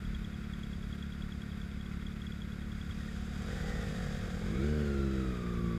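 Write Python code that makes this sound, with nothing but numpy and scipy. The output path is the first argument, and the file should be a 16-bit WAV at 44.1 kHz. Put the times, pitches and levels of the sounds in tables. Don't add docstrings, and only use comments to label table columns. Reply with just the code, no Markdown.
import sys
import numpy as np
from scipy import signal
from scipy.fft import rfft, irfft
from scipy.io import wavfile
from scipy.ndimage import uniform_filter1d

SR = 44100
rng = np.random.default_rng(int(sys.argv[2]) if len(sys.argv) > 2 else 0)


def int16_out(signal):
    q = np.round(np.clip(np.atleast_2d(signal).T, -1, 1) * 32767)
    wavfile.write(sys.argv[1], SR, q.astype(np.int16))


N = 254898
TIME = np.arange(N) / SR

# frequency in Hz, relative level in dB.
STREET_SPECTRUM = [(50, 3.5), (300, 1), (500, -2), (800, -19.5), (3000, -31), (8000, -35), (12000, -30),
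                   (15000, -63)]
WIND_SPECTRUM = [(10, -23), (24, -17), (34, -1), (50, -5.5), (65, -7), (95, -9.5), (125, -18), (200, -13.5),
                 (400, -39), (1000, -67.5)]
# centre in seconds, dB over the calm, half length in seconds.
GUSTS = [(0.123, 4, 0.19), (3.9, 3.5, 1), (5.597, 6, 0.085)]
# start in seconds, dB before trim, pitch in Hz.
METAL_KNOCKS = [(0.5352, -52, 1840), (3.0043, -47, 1880), (3.0834, -47.5, 1850), (3.5088, -47, 1900)]
MOUNT_BUMPS = [(.055, -28, 44.5), (2.89, -35, 100), (5.27, -23.5, 57.45)]

# time in seconds, firing rate in Hz.
AHEAD_FIRING_RATE = [(0, 41.68), (1.3, 40.43), (1.7, 40.98), (1.95, 38.85), (2.85, 41.1), (3.0, 45.65),
                     (3.35, 46.44), (3.52, 49.5), (3.61, 52.8), (3.7, 54.32), (3.84, 52.7), (4.08, 48.27),
                     (4.37, 43.25), (4.95, 47.46), (5.78, 44.14)]
# time in seconds, opening from 0 to 1.
AHEAD_THROTTLE = [(2.5, 0), (2.98, 0.46), (3.3, 0.49), (3.5, 0.88), (3.7, 0.96), (4.0, .95), (4.4, 0.94),
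                  (4.9, .97), (5.78, 0.85)]
# frequency in Hz, relative level in dB.
AHEAD_BOOM_SPECTRUM = [(25, -20), (40, -5), (52, 4), (85, 2), (115, -15.5), (160, -36), (270, -22),
                       (900, -60)]
AHEAD_RASP_SPECTRUM = [(70, -14), (110, -7), (152, 14.5), (210, -7), (330, -8.5), (420, 0), (490, 4.5),
                       (545, -2), (625, -11), (730, -6), (900, -23), (1250, -10.5), (1900, -16),
                       (4000, -45.5)]
AHEAD_HISS_SPECTRUM = [(500, -8.5), (950, -9.5), (1400, 3.5), (2000, -1.5), (2800, -7.5), (3600, -2),
                       (4250, -12.5), (4800, -3.5), (5800, -12.5), (6700, -8), (7600, -12), (9300, -19),
                       (12000, -23.5), (15000, -30)]
# time in seconds, level in dB before trim.
LOUD_SQUEAKS = [(0.1484, -43), (0.2466, -44.5), (.5357, -44), (.6341, -43.5), (1.0255, -42.5),
                (1.2217, -44.5), (1.3217, -44), (1.4192, -45.5), (1.8103, -47), (1.8618, -48),
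                (2.067, -42.5), (2.218, -44.5), (2.2674, -43), (2.321, -45), (2.4184, -44), (2.814, -45),
                (2.9102, -44.5)]
# firing-rate multiple (sounded at the nearest half), smear in Hz, relative dB.
AHEAD_GEARS = [(34.7, 35, -2), (37.15, 35, -2.5), (36.05, 150, -6.5)]
NEAR_GEARS = [(10.5, 16, -15), (20, 40, -6), (21, 60, -11.5), (20, 220, -6.5), (30, 27, -23),
              (38.9, 200, -16), (59.3, 240, -17)]

# time in seconds, firing rate in Hz.
NEAR_FIRING_RATE = [(0, 35.57), (.8, 35.18), (2, 35.67), (3.45, 36.11), (3.68, 38.53), (4.28, 34.84),
                    (4.43, 43), (4.57, 63.8), (4.66, 73.65), (4.75, 75.9), (4.9, 70.44), (5.27, 63.8),
                    (5.38, 60.3), (5.78, 56.33)]
# time in seconds, throttle from 0 to 1, clutch from 0 to 1 (home).
NEAR_HANDS = [(2.9, 0, 0.4), (3.7, 0.15, 0.84), (4.3, 0, 0.74), (4.48, 0.58, 0.57), (4.58, 0.6, 0.95),
              (4.73, 1, 0.95), (4.95, 0.71, 0.98), (5.23, 0.7, 1), (5.38, 0.31, 0.98), (5.65, 0.82, 0.91)]
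# frequency in Hz, relative dB.
NEAR_BOOM_SPECTRUM = [(20, -24.5), (36, -9.5), (70, 5), (108, -1.5), (140, 0.5), (185, 5), (218, 4),
                      (250, -7), (285, -23), (400, -39), (900, -75)]
NEAR_BARK_SPECTRUM = [(150, -20), (270, -8), (292, -13), (322, 7), (346, 6), (380, -3.5), (415, 0.5),
                      (455, -1), (520, -15), (600, -14), (660, -25), (740, -25.5), (900, -33), (2000, -63)]
NEAR_CLATTER_SPECTRUM = [(400, -3.5), (700, -16), (980, -7), (1200, -2.5), (1450, 4.5), (1750, -3),
                         (2100, -1.5), (2850, -12.5), (3600, -8), (4250, -19), (4750, -12.5), (5800, -23),
                         (7200, -24), (14000, -29)]

# frequency in Hz, width in Hz, dB over the direct sound.
HOUSING_MODES = [(1151, 7.2, 0.5), (1858, 29, -5), (2170, 17, -16), (2514, 83, -5), (3287, 92, -4.5),
                 (3800, 42, -1), (4684, 88, -12.5), (6550, 100, -11), (7480, 140, -3.5)]

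AHEAD_IDLE_HZ, NEAR_IDLE_HZ = 41.5, 34.9


def undb(db):
    return 10 ** (np.asarray(db) / 20)


def curves(rows):
    times, *columns = np.transpose(rows)
    return [np.interp(TIME, times, column) for column in columns]


def unit(x):
    return x / np.sqrt(np.mean(x ** 2))


def noise():
    return rng.standard_normal(N)


def walk(rate_hz):
    hold = max(int(SR / rate_hz), 1)
    steps = np.repeat(rng.standard_normal(N // hold + 1), hold)
    return unit(uniform_filter1d(steps, hold)[:N])


def hump(centre_s, half_s):
    return np.exp(-((TIME - centre_s) / half_s) ** 2)


def colour(x, spectrum, size=16384):
    hz, db = np.transpose(spectrum)
    grid_hz = np.maximum(np.arange(size // 2 + 1) * SR / size, 1)
    gain = undb(np.interp(np.log(grid_hz), np.log(hz), db))
    cepstrum = irfft(np.log(gain))
    cepstrum[1:size // 2] *= 2
    cepstrum[size // 2 + 1:] = 0
    impulse_response = irfft(np.exp(rfft(cepstrum)))
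    return unit(signal.fftconvolve(x, impulse_response)[:N])


def distant_streets(level_db=-57, swell_db=1):
    return colour(noise(), STREET_SPECTRUM) * undb(level_db + swell_db * walk(4.2))


def far_whine(loudest_s=4.58, pitch_hz=2245, glide_hz_per_s=330, level_db=-57.5):
    hz = pitch_hz + glide_hz_per_s * (TIME - loudest_s)
    tone = smeared_tone(np.cumsum(hz) / SR, smear_hz=230.5)
    return tone * undb(level_db) * hump(loudest_s, half_s=0.18)


def wind_on_microphone(calm_db=-45.5):
    gust_db = sum(db * hump(centre_s, half_s) for centre_s, db, half_s in GUSTS)
    return colour(noise(), WIND_SPECTRUM) * undb(calm_db + gust_db)


def knocks(rows, rise_s, trim_db):
    out = np.zeros(N)
    for start_s, db, hz in rows:
        age = np.maximum(TIME - start_s, 0)
        envelope = age / rise_s * np.exp(1 - age / rise_s)
        out += undb(db + trim_db) * envelope * np.sin(2 * np.pi * hz * age)
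    return out


def firing_count(hz):
    return np.cumsum(hz) / SR + 0.39


def firings(hz, scatter_db, jitter_s, limp_db):
    count = firing_count(hz)
    number = np.arange(1, int(count[-1]) + 1)
    lateness, strength = rng.standard_normal((len(number), 2)).T
    times = np.interp(number, count, TIME) + jitter_s * lateness
    position = np.clip(times * SR, 0, N - 2)
    i = position.astype(int)
    fraction = position - i
    size = undb(scatter_db * strength + limp_db * (-1) ** number)
    size /= np.sqrt(hz[i])
    pulses = np.bincount(i, size * (1 - fraction), N) + np.bincount(i + 1, size * fraction, N)
    return unit(signal.sosfilt(signal.butter(2, 12, "high", fs=SR, output="sos"), pulses))


def puffs(hz, depth, decay):
    return unit(noise() * (1 + depth * np.exp(-(firing_count(hz) % 1) / decay)))


def pipe_echoes(x, trip_s, echo):
    hz = np.arange(N + 1) * SR / (2 * N)
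    delay = np.exp(-2j * np.pi * hz * trip_s)
    return irfft(rfft(x, 2 * N) * (echo - delay) / (1 - echo * delay))[:N]


def smeared_tone(cycles, smear_hz):
    wander = walk(smear_hz) + 1j * walk(smear_hz)
    wander /= np.sqrt(np.abs(wander) + 1e-9)
    return unit(np.real(wander * np.exp(2j * np.pi * cycles)))


def gear_whine(hz, gears):
    return sum(undb(db) * smeared_tone(round(2 * multiple) / 2 * firing_count(hz), smear_hz)
               for multiple, smear_hz, db in gears)


def load_gain(throttle, speed, idle_db, throttle_db, doubling_db):
    return undb(idle_db + throttle_db * throttle + doubling_db * np.log2(speed))


def squeak_beats(hz, first_firing=2.61, soft_db=-48, spread_db=2.5, end_s=2.96):
    count = firing_count(hz)
    beats = np.interp(np.arange(first_firing, count[-1], 4), count, TIME)
    beat_db = soft_db + spread_db * rng.standard_normal(len(beats))
    beat_db -= 7 * ((1.66 < beats) & (beats < 2.17))
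    gap_to_loud_s = np.abs(beats[:, None] - np.array(LOUD_SQUEAKS)[:, 0]).min(axis=1)
    soft = (gap_to_loud_s > 1 / AHEAD_IDLE_HZ) & (beats < end_s)
    return list(LOUD_SQUEAKS) + list(zip(beats[soft], beat_db[soft]))


def squeaks(firing_hz, pitch_hz=3361, length_s=0.0084, lead_s=0.00101, overtone_db=-12, trim_db=-2):
    out = np.zeros(N)
    age = np.arange(int(length_s * SR)) / SR
    progress = age / length_s
    swell = np.sin(np.pi * progress ** 0.55) ** 1.3
    overtone_swell = undb(overtone_db) * np.sqrt(swell) * (1 - progress) ** 2
    for time_s, db in squeak_beats(firing_hz):
        hz = pitch_hz + 15 * rng.standard_normal()
        tone = swell * np.sin(2 * np.pi * hz * age + rng.uniform(0, 2 * np.pi))
        overtone_hz = 2 * hz * (1.07 - 0.3 * progress)
        overtone = overtone_swell * np.sin(2 * np.pi * np.cumsum(overtone_hz) / SR)
        start = int(max(time_s - lead_s, 0) * SR)
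        out[start:start + len(age)] += undb(db + trim_db) * (tone + overtone)
    return out


def open_exhaust(hz, throttle):
    speed = hz / AHEAD_IDLE_HZ
    pulses = firings(hz, scatter_db=0.8, jitter_s=0.00004, limp_db=-1)
    boom = colour(pulses, AHEAD_BOOM_SPECTRUM)
    boom *= load_gain(throttle, speed, idle_db=-60, throttle_db=16.3, doubling_db=3)
    cracks = pipe_echoes(pulses, trip_s=0.0037, echo=0.55)
    cracks = pipe_echoes(cracks, trip_s=0.001442, echo=0.66)
    rasp = colour(cracks + 0.17 * puffs(hz, depth=2, decay=0.3), AHEAD_RASP_SPECTRUM)
    rasp *= load_gain(throttle, speed, idle_db=-72.5, throttle_db=29.1, doubling_db=3)
    hiss = colour(puffs(hz, depth=0.37, decay=0.15) * undb(0.81 * walk(50)), AHEAD_HISS_SPECTRUM)
    hiss *= load_gain(throttle, speed, idle_db=-64, throttle_db=10.75, doubling_db=5.8)
    return boom + rasp + hiss


def bike_ahead(waiting_m=3.34, leaves_s=3.53, accel_m_s2=1.63, clutch_bite_s=3.68):
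    hz, = curves(AHEAD_FIRING_RATE)
    throttle, = curves(AHEAD_THROTTLE)
    exhaust = open_exhaust(hz, throttle)
    since_bite_s = TIME - clutch_bite_s
    whine_db = -55 + np.minimum(70 * since_bite_s, -11.5 * since_bite_s)
    gears = gear_whine(hz, AHEAD_GEARS) * undb(whine_db)
    distance_m = waiting_m + 0.5 * accel_m_s2 * np.maximum(TIME - leaves_s, 0) ** 2
    return (exhaust + gears + squeaks(hz)) * waiting_m / distance_m


def hunting(rate_hz=5, depth=0.0303):
    lead_firings = depth * uniform_filter1d(walk(rate_hz), int(SR / rate_hz / 2))
    return np.gradient(lead_firings) * SR


def near_bike(free_gears_db=-78.5, clutch_home_db=28):
    hz = curves(NEAR_FIRING_RATE)[0] + hunting()
    throttle, clutch = curves(NEAR_HANDS)
    speed = hz / NEAR_IDLE_HZ
    pulses = firings(hz, scatter_db=0.53, jitter_s=0.00007, limp_db=-0.1)
    boom = colour(pulses + 0.1 / speed * puffs(hz, depth=1, decay=0.3), NEAR_BOOM_SPECTRUM)
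    boom *= load_gain(throttle, speed, idle_db=-41, throttle_db=8.7, doubling_db=0.96)
    ragged_pulses = pulses + 0.22 / speed * puffs(hz, depth=0.7, decay=0.4)
    bark = colour(pipe_echoes(ragged_pulses, trip_s=0.00303, echo=0.6), NEAR_BARK_SPECTRUM)
    bark *= load_gain(throttle, speed, idle_db=-61.5, throttle_db=2.49, doubling_db=20.25)
    clatter = colour(puffs(hz, depth=0.31, decay=0.33) * undb(0.97 * walk(90)), NEAR_CLATTER_SPECTRUM)
    clatter *= load_gain(throttle, speed, idle_db=-55.5, throttle_db=0.5, doubling_db=1.2)
    gears = gear_whine(hz, NEAR_GEARS) * undb(free_gears_db + clutch_home_db * clutch)
    return boom + bark + clatter + gears


def scene():
    bikes = near_bike() + bike_ahead() + far_whine()
    metal = knocks(METAL_KNOCKS, rise_s=0.0031, trim_db=0)
    bumps = knocks(MOUNT_BUMPS, rise_s=0.025, trim_db=-5)
    return (bikes + metal + bumps + wind_on_microphone() + distant_streets())[None]


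def record(dry, top_hz=15100, fade_s=0.003):
    rings = sum(undb(db) * signal.lfilter(*signal.iirpeak(hz, hz / width_hz, fs=SR), dry)
                for hz, width_hz, db in HOUSING_MODES)
    fades = np.minimum(np.minimum(TIME, TIME[::-1]) / fade_s, 1)
    lowpass = signal.ellip(10, 0.2, 70, top_hz, fs=SR, output="sos")
    return signal.sosfilt(lowpass, (dry + rings) * fades)


dry = scene()
out = record(dry)
int16_out(out)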